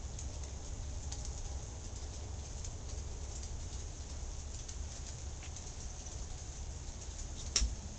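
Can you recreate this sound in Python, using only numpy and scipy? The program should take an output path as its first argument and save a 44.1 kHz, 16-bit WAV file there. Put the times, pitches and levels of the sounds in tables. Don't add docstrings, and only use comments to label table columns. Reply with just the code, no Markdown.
import sys
import numpy as np
from scipy import signal
from scipy.fft import rfft, irfft, next_fast_len
from scipy.io import wavfile
from scipy.ndimage import map_coordinates

SR = 44100
rng = np.random.default_rng(int(sys.argv[2]) if len(sys.argv) > 2 else 0)


def file_out(sig):
    cols = np.atleast_2d(sig).T
    lim = np.clip(cols, -1, 1)
    pcm = np.round(lim * 32767).astype(np.int16)
    wavfile.write(sys.argv[1], SR, pcm)


N = 351918
TIME = np.arange(N) / SR

# start in seconds, relative level in dB, relative slap strength in dB,
# spray pitch in Hz, echo compared with the direct sound in dB.
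NEAR_DRIPS = [(.1885, -34, -17.5, 6390, -2), (0.4357, -35.5, -14.5, 6190, -3), (.647, -38.5, -23, 6370, 0),
              (1.1228, -31, -11, 6260, -4.5), (1.2497, -31.8, -25, 6400, -4), (1.376, -38, -17, 5600, 3),
              (1.959, -37.5, -14, 7400, 3), (2.136, -39.5, -11, 6000, 4), (2.6453, -32, -17.5, 6700, -5.5),
              (2.890, -39, -10.5, 7000, 5), (3.353, -34, -20, 7190, 4), (3.432, -35, -14.5, 6700, 0),
              (3.7284, -38, -12.5, 6760, 2), (4.5449, -36.5, -16.5, 6760, 0), (4.5896, -37, -13.5, 6380, 3),
              (4.691, -33.5, -14.5, 5700, -3), (4.9194, -39, -13.5, 6420, -2),
              (5.0658, -34.5, -17, 6540, 1), (5.0873, -36.5, -11, 5800, -2), (5.564, -31.5, -23, 6340, -2),
              (5.67, -37.5, -21, 5830, 2), (5.803, -35, -28, 6440, 4), (6.115, -38.5, -16, 6900, 4),
              (6.302, -39, -13, 6300, 2), (6.38, -37.5, -17, 6350, 3), (7.0135, -35.5, -24, 5900, 5),
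              (7.1847, -35, -16, 6700, 7), (7.4638, -36, -12.5, 6200, -1)]
# start in seconds, relative level in dB, relative clack strength in dB.
LATCH_HITS = [(7.559, -24.5, 0.5), (7.5612, -17.5, -11), (7.5671, -22, -13.5), (7.5723, -31, -10),
              (7.585, -29, -9)]
# pitch in Hz, relative level in dB, seconds to fade by 60 dB.
LATCH_NOTES = [(1150, -7, .1), (2730, -12, .2), (3480, 0, 0.21), (4160, -3, 0.12), (5570, -5, .17),
               (5970, -5, .18), (6000, -8, 0.19), (6100, -5, .16), (6840, -4.5, 0.11), (7400, 3, 0.084),
               (7540, -4, .16)]
DOOR_NOTES = [(55.5, -24, 0.4), (167, -47, 0.28), (229, -44, 0.31), (331, -56, 0.26)]
# loudest moment in seconds, about half the length in seconds,
# pitch in Hz, width around that pitch in Hz, level in dB.
SCUFF_SWELLS = [(5.447, 0.018, 2500, 1400, -52), (5.906, .008, 5970, 400, -52),
                (6.07, 0.0074, 5980, 300, -48), (7.395, 0.018, 3630, 520, -53.5),
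                (7.41, 0.031, 6050, 1800, -51.5)]
FAINT_TONES = [(1.0, 0.43, 273.4, 6.5, -65), (1.4, 0.38, 820, 32, -65.5), (1.5, 2, 597.5, 15, -68.5),
               (2.6, 2, 425, 26, -67.5), (5.95, 0.49, 743, 28, -67), (7.85, 0.43, 205, 12, -59)]
# frequency in Hz, relative strength there in dB.
SPLASH_COLOUR = [(300, -27.5), (1000, -17), (2500, -11), (4800, -8), (5800, 1), (6400, 3), (7300, 0.5),
                 (8000, -8.5), (8600, -18), (9200, -42)]
SLAP_COLOUR = [(200, -18.5), (650, 0), (1000, -2.5), (1600, -3.5), (2800, -1.5), (4000, 3), (5200, 4.5),
               (7000, -27)]
SNAP_COLOUR = [(500, -28), (1900, -18), (2600, -8.5), (3400, -6), (4200, -4), (4750, -24), (5450, 5.5),
               (6500, -3), (7300, 2), (8000, -16.5), (9000, -35)]
CLACK_COLOUR = [(150, -17), (450, 2), (700, -4), (1200, -1.5), (1700, -2), (2600, -6), (3500, 1.5),
                (6000, -27)]
RUMBLE_COLOUR = [(12, -12.5), (24, -1), (36, 3.5), (44, -4.5), (58, 1), (78, -1), (92, -2.5), (105, -7),
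                 (127, -8.5), (150, -13), (200, -27.5), (400, -62)]
WASH_COLOUR = [(90, -19.5), (160, -0.5), (215, 3.5), (260, 2), (420, 0), (500, -2), (600, -2), (830, -3),
               (1000, -6.5), (1300, -15.5), (2200, -21), (5000, -42.5)]
HISS_COLOUR = [(710, -42.5), (1200, -9), (2210, -11), (3540, -9.5), (4440, -10.5), (5300, -7.5),
               (6420, 2.5), (7290, -3.5), (8400, -20), (8910, -43.5), (11600, -58), (19600, -120)]
# frequency in Hz, seconds to fade by 60 dB.
ECHO_FADES = [(200, .3), (2000, 0.18), (8000, 0.19)]


def drip(db, slap_db, spray_hz, echo_db):
    t = TIME[:SR // 4] - 0.004
    touch = amp(-1.5) * fade(t + 0.004, 0.01)
    onset = np.clip(t / 0.00067, 0, 1)
    burst = fade(t, 0.026)
    droplets = amp(-14) * fade(t, 0.13)
    splash = noise(SPLASH_COLOUR, len(t))
    fizz = unit(filtered(splash, lambda hz: resonance(hz, spray_hz, width=2000)))
    spray = onset * (burst + droplets) * fizz
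    slap = amp(slap_db + 8.5) * (onset * burst + touch) * noise(SLAP_COLOUR, len(t))
    echo_gain = np.hypot(1, amp(echo_db))
    return amp(db - 4.5) * porch_echo(spray + slap, echo_db) / echo_gain


def eaves(far_drips_per_s=3.6):
    out = np.zeros(N)
    for start, db, slap_db, spray_hz, echo_db in NEAR_DRIPS:
        add(out, start - 0.004, drip(db, slap_db, spray_hz, echo_db))
    chances = rng.uniform(-1, 1, (int(far_drips_per_s * N / SR), 4))
    for slot, (delay, size, slap, pitch) in enumerate(chances):
        sound = drip(db=-40 + 1.2 * size, slap_db=-17.5 + 5 * slap,
                     spray_hz=6500 + 730 * pitch, echo_db=6)
        add(out, (slot + (delay + 1) / 2) / far_drips_per_s, sound)
    return out


def drops(count, spread_db):
    when, rank = rng.random((count, 2)).T
    size = amp(-spread_db * np.log(rank + 1 / 50))
    hits = np.bincount((when * N).astype(int), size ** 2, N)
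    energy = signal.fftconvolve(hits, fade(TIME[:SR // 50], 0.0034))[:N]
    return np.sqrt(np.abs(energy)) * rng.standard_normal(N)


def patter():
    leaves = coloured(porch_echo(drops(count=1200, spread_db=3), echo_db=0), SPLASH_COLOUR)
    deck = coloured(porch_echo(drops(count=260, spread_db=1), echo_db=0.5), SLAP_COLOUR)
    return amp(-60) * leaves + amp(-69) * deck


def door(thud_s=7.6125):
    out, t = np.zeros(N), TIME[:SR // 2]
    for start, db, clack_db in LATCH_HITS:
        snap = noise(SNAP_COLOUR, len(t))
        clack = amp(clack_db - 5.5) * noise(CLACK_COLOUR, len(t))
        ring = np.zeros(len(t))
        for hz, note_db, fade_s in LATCH_NOTES:
            strength = amp(note_db + rng.normal(0, 2))
            ring += strength * fade(t, fade_s) * np.sin(2 * np.pi * (hz * t + rng.random()))
        click = porch_echo(fade(t, 0.014) * (snap + clack), echo_db=-1)
        add(out, start, amp(db - 1.5) * (click + amp(-28.5) * ring))
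    thud = sum(amp(db) * fade(t, fade_s) * np.sin(2 * np.pi * hz * t) for hz, db, fade_s in DOOR_NOTES)
    onset = 1 - np.exp(-t / 0.0012)
    add(out, thud_s, onset * thud)
    return out


def scuffs():
    return swells(SCUFF_SWELLS, rough_db=3.5)


def yard(turn_start_s=2, turn_end_s=5):
    turned = np.clip((TIME - turn_start_s) / (turn_end_s - turn_start_s), 0, 1)
    rumble = amp(-44.5 - 0.5 * turned + 0.43 * wobble(2)) * noise(RUMBLE_COLOUR)
    wash = amp(-56.5 - 0.93 * turned + 0.6 * wobble(5.8)) * noise(WASH_COLOUR)
    hiss = amp(-58 + 1.85 * turned + 0.6 * wobble(8.4)) * noise(HISS_COLOUR)
    return rumble + wash + hiss


def engine(rise_hz_per_s=0.66, fade_db_per_s=1.0):
    db = -47 - fade_db_per_s * TIME + 1.1 * wobble(3.3)
    hz = 66.5 + rise_hz_per_s * TIME + 0.5 * wobble(3.99)
    return amp(db) * tone(hz)


def faint_tones():
    return swells(FAINT_TONES, rough_db=0)


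def whine():
    hz = 3516 + 4 * wobble(20)
    return amp(-79) * tone(hz) + amp(-73.5) * tone(2 * hz)


def porch_echo(sound, echo_db):
    hz, t, bands = signal.stft(rng.standard_normal(SR // 3), SR, nperseg=256)
    tail = signal.istft(bands * fade(t, along(ECHO_FADES, hz)[:, None]), SR, nperseg=256)[1]
    tail *= np.clip(TIME[:len(tail)] / 0.006, 0, 1)
    echo = signal.fftconvolve(sound, tail / np.linalg.norm(tail))[:len(sound)]
    return sound + amp(echo_db) * echo


def swells(rows, rough_db):
    out = np.zeros(N)
    grain = amp(rough_db * wobble(400))
    for peak_s, half_s, hz, width, db in rows:
        grainy = rng.standard_normal(N) * grain
        near = np.abs(TIME - peak_s) < 4 * half_s
        band = unit(filtered(grainy[near], lambda f: resonance(f, hz, width) ** 4))
        swell = np.exp(-0.5 * ((TIME[near] - peak_s) / half_s) ** 2)
        out[near] += amp(db) * swell * band
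    return out


def amp(db):
    return 10 ** (np.asarray(db) / 20)


def unit(sound):
    return sound / np.sqrt(np.mean(sound ** 2) + 1e-20)


def along(points, hz):
    frequencies, values = np.transpose(points)
    return np.interp(np.log(hz + 1), np.log(frequencies), values)


def wobble(rate):
    return map_coordinates(rng.standard_normal(1024), [TIME * rate], mode="wrap")


def tone(hz):
    return np.sqrt(2) * np.sin(2 * np.pi * np.cumsum(hz) / SR)


def resonance(hz, centre, width):
    return 1 / np.sqrt(1 + ((hz - centre) / width) ** 2)


def filtered(sound, gain):
    size = next_fast_len(len(sound) + 2048)
    hz = np.fft.rfftfreq(size, 1 / SR)
    return irfft(rfft(sound, size) * gain(hz), size)[:len(sound)]


def coloured(sound, colour):
    return unit(filtered(sound, lambda hz: amp(along(colour, hz))))


def noise(colour, size=N):
    return coloured(rng.standard_normal(size), colour)


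def fade(t, fade_s):
    return (t >= 0) * np.exp(-np.log(1000) * np.abs(t) / fade_s)


def add(track, start_s, sound):
    part = track[round(start_s * SR):][:len(sound)]
    part += sound[:len(part)]


def scene():
    background = yard() + engine() + whine() + faint_tones()
    return (background + patter() + eaves() + scuffs() + door())[None]


def record(dry):
    top_hz, slope_width_hz = 9030, 300
    return filtered(dry[0], lambda hz: np.clip((top_hz - hz) / slope_width_hz + 0.5, 0, 1))[None]


dry = scene()
out = record(dry)
file_out(out)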